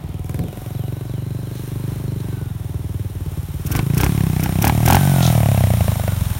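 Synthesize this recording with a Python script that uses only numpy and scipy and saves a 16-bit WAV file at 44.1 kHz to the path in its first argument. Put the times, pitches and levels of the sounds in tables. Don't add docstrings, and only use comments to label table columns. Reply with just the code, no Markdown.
import sys
import numpy as np
from scipy import signal
from scipy.fft import rfft, irfft, next_fast_len
from scipy.io import wavfile
from scipy.ndimage import map_coordinates

SR = 44100
rng = np.random.default_rng(int(sys.argv[2]) if len(sys.argv) > 2 else 0)


def unload_audio(sound):
    columns = np.transpose(np.atleast_2d(sound))
    steps = np.round(np.clip(columns, -1, 1) * 32767)
    wavfile.write(sys.argv[1], SR, steps.astype(np.int16))


N = 282151
TIME = np.arange(N) / SR
CRUISE_RATE = 26.5
# time_s, relative_db
NEARNESS = [(0, -54.5), (.6, -47.5), (1.25, -49), (1.6, -45.5), (2.15, -46), (2.65, -49.5), (3.6, -44.5),
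            (4, -37.5), (4.5, -37), (5.05, -29), (5.5, -32.5), (6.4, -36.5)]


def amp(db):
    return 10 ** (np.asarray(db) / 20)


def unit(x):
    return x / np.sqrt(np.mean(x ** 2) + 1e-20)


def along(points, hz):
    pitches, values = np.transpose(points)
    return np.interp(np.log(hz + 1), np.log(pitches + 1), values)


def read(rows, when):
    times, *columns = np.transpose(rows)
    return [np.interp(when, times, column) for column in columns]


def swell(when, peak, db, width):
    return amp(db) * np.exp(-.5 * ((when - peak) / width) ** 2)


def wobble(rate):
    return map_coordinates(rng.standard_normal(int(N * rate / SR) + 4), [TIME * rate])


def filtered(x, response):
    size = next_fast_len(N + SR // 2)
    return irfft(rfft(x, size) * response(np.fft.rfftfreq(size, 1 / SR)), size)[:N]


def noise(spectrum):
    return unit(filtered(rng.standard_normal(N), lambda hz: amp(along(spectrum, hz))))


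def knock(spectrum, size=4096):
    cepstrum = irfft(np.log(amp(along(spectrum, np.fft.rfftfreq(size, 1 / SR)))))
    cepstrum[1:size // 2] *= 2
    cepstrum[size // 2:] = 0
    pulse = irfft(np.exp(rfft(cepstrum)))
    return pulse / np.linalg.norm(pulse)


def train(when, rate, gain, shapes):
    shapes = shapes / np.linalg.norm(shapes, axis=-1, keepdims=True)
    pulses = shapes * (gain * np.sqrt(SR / rate))[:, None]
    index = np.maximum(when * SR, 0).astype(int)[:, None] + np.arange(pulses.shape[1])
    return np.bincount(index.ravel(), pulses.ravel(), N)[:N]


def street():
    air_tone = [(22, -27), (45, 4.5), (80, -1.5), (160, -3), (400, -20.5), (800, -18), (1500, -28),
                (4000, -35), (15000, -71)]
    near_db = read(NEARNESS, TIME)[0]
    return noise(air_tone) * (amp(-38 + 2 * wobble(5.11)) + amp(near_db - 4))


def houses(x):
    echo_fade = [(100, 0.72), (1000, 0.061), (12000, 0.19)]
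    hz, t, bands = signal.stft(rng.standard_normal(SR // 2), SR, nperseg=256)
    tail = signal.istft(bands * amp(-60 * t / along(echo_fade, hz)[:, None]), SR, nperseg=256)[1]
    return signal.fftconvolve(np.pad(x, (SR // 50, 0)), tail / np.linalg.norm(tail))[:N]


def hum():
    tone = amp(3 * wobble(35.1)) * np.sin(2 * np.pi * 738 * TIME + 1.1 * wobble(55))
    return swell(TIME, peak=.49, db=-47, width=.28) * unit(tone)


def bird():
    whistles = [(0.031, -55), (.365, -48), (0.701, -48), (1.042, -49), (1.369, -53)]
    length_s = .19
    song = np.zeros(N)
    for start_s, db in whistles:
        t = np.clip(TIME - start_s, 0, length_s)
        pitch_hz = 2750 + 4200 * np.exp(-t / .045)
        envelope = amp(db) * np.sqrt(np.abs(np.sin(np.pi * t / length_s)))
        song += envelope * np.sin(2 * np.pi * np.cumsum(pitch_hz) / SR + .66 * wobble(180))
    return song


def crank():
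    speed = [(0.0, 18.88), (0.31, 20.132), (0.464, 22.22), (1.507, 24.356), (2.022, 25.014),
             (2.363, 23.453), (2.596, 20.716), (3.065, 19.245), (3.336, 17.587), (3.697, 18.528),
             (3.783, 26.422), (3.94, 28.812), (4.127, 36.417), (4.3, 30.745), (4.584, 31.807),
             (4.62, 37.16), (4.791, 37.553), (4.991, 47.874), (5.125, 46.044), (5.493, 34.602),
             (5.831, 27.323), (6.4, 19.294)]
    cycles = np.cumsum(read(speed, TIME)[0]) / SR + 1 / 4
    fires = np.interp(np.arange(1, int(cycles[-1]) + 1), cycles, TIME)
    return cycles, fires, read(speed, fires)[0]


def throttle(fires, rate):
    # open_s, rise_s, shut_s, opening (0-1), hiss_db, bark_db, crack_db
    blips = [(.21, .04, 0.37, 0.26, -53, -49, -48.5), (3.601, .13, 3.777, 0.87, -31.5, -32, -29),
             (3.929, .052, 4.05, 1, -28, -31, -29.5), (4.386, 0.051, 4.446, 0.86, -29, -29, -34),
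             (4.6, .025, 4.685, 0.91, -25, -21.5, -27), (4.836, 0.03, 4.965, 0.91, -23.5, -17, -25)]
    opens, rise, shuts, widest, hiss_db, bark_db, crack_db = np.transpose(blips)
    intake_s = (fires + .38 / rate)[:, None]
    closing = 1 + (shuts - intake_s) / .013
    twist = np.clip(np.minimum((intake_s - opens) / rise, closing), 0, 1)
    return np.array([twist @ widest, twist ** 1.23 @ amp(hiss_db),
                     twist ** 3.8 @ amp(bark_db), twist ** 3.9 @ amp(crack_db)])


def uneven(rate):
    return rng.standard_normal(len(rate)) * (CRUISE_RATE / rate) ** .79


def rattles():
    shakes = [(1.573, -48.5, 0.023), (2.206, -44, 0.0024), (5.23, -25, 0.0055), (5.249, -26, 0.007),
              (5.266, -21.5, 0.0014), (5.278, -29.5, 0.01)]
    metal_tone = [(1500, -23), (2900, -3), (3600, 8), (4800, -3.5), (6400, 2.5), (7500, -7), (14000, -32)]
    return noise(metal_tone) * sum(swell(TIME, *shake) for shake in shakes)


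def whine(cycles):
    whines = [(1.313, -57, 0.7, 65), (2.39, -49, 0.092, 65), (5.13, -34.5, 0.19, 32.5),
              (6.115, -40.5, 0.039, 61.6)]
    return sum(swell(TIME, peak, db, width) * np.sin(2 * np.pi * teeth * cycles + .83 * wobble(97))
               for peak, db, width, teeth in whines)


def chain(cycles):
    whirr = wobble(350) * np.sin(2 * np.pi * 168 * cycles + wobble(300))
    return swell(TIME, peak=1.5, db=-59, width=1.2) * unit(whirr)


def valve_ticks(fires, rate):
    tick_tone = [(1000, -32), (2400, 9), (4500, -18), (7000, 0.5), (9000, -3), (12000, 3), (15500, -2)]
    load_db = 22
    t = np.arange(SR // 50) / SR
    charge = np.roll(throttle(fires, rate)[0], 1)
    bursts = rng.standard_normal((len(fires), len(t))) * np.exp(-t / .002)
    ticks = signal.fftconvolve(bursts, knock(tick_tone)[None], axes=1)[:, :len(t)]
    gain = swell(fires, peak=.38, db=-51.5, width=.25) * amp(load_db * charge)
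    hiss = noise([(10500, -42), (11800, -9), (12400, 2), (13000, -11), (14500, -30)])
    return train(fires - .001, rate, gain, ticks) + swell(TIME, peak=.78, db=-52, width=.15) * hiss


def stroke(cycles, centre, width):
    return np.exp(-.5 * (((cycles - centre + .5) % 1 - .5) / width) ** 2)


def clatter(cycles):
    case_notes = [(3130, 63, 1.5), (3810, 39, 3), (5520, 110, -0.5), (7170, 200, -2.5), (7430, 80, -1.5),
                  (8910, 260, -3), (9230, 150, 5.5), (11600, 58, 5), (12500, 110, 2), (13600, 300, 4)]
    gear_tone = [(300, -32.5), (900, 8), (1500, 3.5), (2600, 1), (3700, 1.5), (4700, -6), (5500, -1),
                 (7900, -4), (9400, 2.5), (10400, -1.5), (11500, 2), (14200, -2), (15800, 1.5)]
    ticks = .53 * stroke(cycles, .012, .042) + .5 * stroke(cycles, .6, .01)
    grain = amp(.46 * wobble(700))
    cases = lambda f: sum(amp(db) * 1j * f * width / (hz * hz - f * f + 1j * f * width)
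                          for hz, width, db in case_notes)
    ring = unit(filtered((1 + 2 * ticks) * rng.standard_normal(N), cases))
    rustle = amp(1.12 * wobble(9)) * unit((1 + ticks) * grain * noise(gear_tone))
    return amp(read(NEARNESS, TIME)[0] + 2) * (rustle + amp(-8.5) * ring)


def burble():
    tone = [(60, -14), (120, 3), (180, 4.5), (240, -.5), (310, -8), (470, -8.5), (700, -26), (2000, -53)]
    return swell(TIME, peak=.418, db=-26.5, width=.062) * noise(tone)


def intake(fires, rate):
    hiss_tone = [(300, -29), (1500, -12), (2400, 4.5), (3800, -8), (4700, -5.5), (5600, 4), (7500, -3),
                 (9300, 1), (10500, 0), (12500, 5), (15500, 1.5)]
    roar_tone = [(30, -10), (60, 11), (130, 12.5), (250, 12.5), (500, 1.5), (900, -6.5), (1550, 2.5),
                 (2000, -10), (3600, -12), (7000, -22), (15000, -28)]
    hiss, roar = np.zeros((2, N))
    gulp = throttle(fires, rate)[1]
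    for i in np.flatnonzero(gulp):
        cycle = (TIME - fires[i]) * rate[i]
        hiss += gulp[i] * swell(cycle, peak=.33, db=9, width=.11)
        roar += gulp[i] * swell(cycle, peak=.89, db=2, width=.5)
    return hiss * noise(hiss_tone) + roar * noise(roar_tone)


def crack(fires, rate, gain, rough, fade_s):
    crack_tone = [(300, -10), (600, -21), (1000, 15.5), (1250, 5.5), (1550, 7), (1850, 7), (2300, 10.5),
                  (3200, 1), (4800, -6), (7500, -10), (15000, -15)]
    t = np.arange(SR // 40) / SR
    tail = rng.standard_normal((len(fires), len(t))) * np.exp(-t / fade_s)
    snap = rough * tail / np.linalg.norm(tail, axis=1, keepdims=True)
    snap[:, 0] += 1
    return train(fires, rate, gain, signal.fftconvolve(snap, knock(crack_tone)[None], axes=1)[:, :len(t)])


def bark(fires, rate, gain, charge):
    cold_hz, heat_hz, flame_hz, cool_s = 556, 188, 86, 1.24
    t = np.arange(SR // 60) / SR
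    since = fires[:, None] - fires
    heat = np.max(charge * (since >= 0) * np.exp(-np.abs(since) / cool_s), axis=1)
    hz = (cold_hz + heat_hz * heat + flame_hz * charge) * (1 + .024 * uneven(rate))
    age = t / .0022
    envelope = age ** 2 * np.exp(-age ** 2) + .081 * age * np.exp(-t / .0037)
    return train(fires - .0003, rate, gain, envelope * np.sin(2 * np.pi * hz[:, None] * t))


def pipe(fires, rate, gain):
    notes = [(196, 13.5, 4), (303.6, 59, 5), (376, 60, 2), (433, 12, -13.5), (528, 29, -7)]
    t = np.arange(SR // 16) / SR
    sizes = amp(rng.normal(0, 1.6, (len(fires), len(notes))))
    rings = np.array([-amp(db) * width * np.exp(-np.pi * width * t) * np.sin(2 * np.pi * hz * t)
                      for hz, width, db in notes])
    damping_hz = 48 * np.maximum(rate[:, None] / CRUISE_RATE - 1, 0)
    envelope = (1 - np.exp(-t / .0015)) * np.exp(-np.pi * damping_hz * t)
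    return train(fires, rate, gain, sizes @ rings * envelope)


def throb(fires, rate, gain, charge):
    shut_suction = [(0, 0.68), (1.9, 0.33), (2.7, 1.06), (3.6, 0.83), (3.85, 0.073), (5.2, .6), (6.2, 1.9)]
    open_suction, swell_s = .34, .008
    t = np.arange(SR // 16) / SR
    pace, charge = rate[:, None] / CRUISE_RATE, charge[:, None]
    suction = read(shut_suction, fires)[0][:, None] * (1 - charge) + open_suction * charge
    scatter = 1 + .027 * np.array([uneven(rate) for _ in range(3)])[..., None]
    puff_hz = (115 + 26.2 * suction) * pace ** .13 * (1 - .072 * charge) * scatter[0]
    suction_hz = 104.5 * pace ** .41 * (1 - .37 * charge) * scatter[1]
    age = t / swell_s * pace ** .78
    hot_front = .4 * (1 - np.exp(-t / .002))
    puff = -age * np.exp(-age ** 2 / 2) * np.sin(2 * np.pi * (puff_hz * t + hot_front))
    delay_s = (.474 - .1 * suction) / rate[:, None]
    turns = (t - .001 - delay_s) * suction_hz
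    gulp = suction * scatter[2] * np.exp(-.5 * (turns / .63) ** 2) * np.cos(2 * np.pi * turns)
    return train(fires - .001, rate, gain, puff + gulp)


def exhaust(fires, rate):
    misfires = [(5.67, -5.5), (5.77, -9), (5.84, -10.5), (5.92, -5), (5.96, -6.5), (6.04, -7)]
    throb_levels = [(0, -28.5), (.42, -25), (.55, -32.5), (.78, -21), (1, -28.5), (1.3, -23.5), (1.55, -30),
                    (1.8, -25), (3.64, -25.5), (3.75, -18.5), (4.3, -17), (4.48, -20), (4.6, -16.3),
                    (5.05, -14), (5.8, -13.5), (6.4, -23.5)]
    ring_levels = [(0, -42), (.7, -38.5), (2.42, -36.5), (2.5, -48.5), (2.7, -39.5), (3.62, -43),
                   (3.78, -34.5), (5.25, -33.5), (5.75, -59)]
    mouth_levels = [(.2, -64, -78), (.45, -44, -51.5), (1.4, -56, -60.5), (2, -73, -63), (3.62, -94, -70),
                    (3.85, -54, -45), (4.2, -41.5, -39.5), (4.75, -32.5, -40), (5.2, -27.5, -37.5),
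                    (5.6, -27, -36), (6.08, -28.5, -37), (6.16, -48, -49)]
    charge, _, hard_bark, hard_crack = np.roll(throttle(fires, rate), 1, axis=1)
    burn = uneven(rate)
    misfire_s, change_db = np.transpose(misfires)
    nearest = np.abs(fires[:, None] - misfire_s).argmin(axis=0)
    loss_db = np.zeros(len(fires))
    loss_db[nearest] = change_db
    throb_db = read(throb_levels, fires)[0] + .3 * charge + .4 * loss_db + 1.22 * burn
    ring_db = read(ring_levels, fires)[0] + 6.5 * charge + loss_db + burn
    bark_db, spit_db = read(mouth_levels, fires) + loss_db
    low = throb(fires, rate, amp(throb_db), charge) + pipe(fires, rate, amp(ring_db))
    blast = bark(fires, rate, np.maximum(amp(bark_db), hard_bark) * amp(1.1 * burn), charge)
    spit = crack(fires + .00026, rate, amp(spit_db + 2.3 * burn), rough=2.3, fade_s=.0047)
    pops = crack(fires + .00019, rate, hard_crack * amp(1.7 * burn), rough=.94, fade_s=.0044)
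    return low + blast + spit + pops


def scene():
    cycles, fires, rate = crank()
    gas = exhaust(fires, rate) + intake(fires, rate) + burble()
    metal = clatter(cycles) + valve_ticks(fires, rate) + chain(cycles) + whine(cycles) + rattles()
    echo = amp(-24) * houses(gas + metal)
    song = bird()
    far = amp(-5) * song + amp(-7) * houses(song) + hum()
    return (gas + metal + echo + far + street())[None]


def record(dry):
    rounded = dry[0] / (1 + np.abs(dry[0] / .95) ** 6) ** (1 / 6)
    return filtered(rounded, lambda hz: hz < 15850)[None]


dry = scene()
out = record(dry)
unload_audio(out)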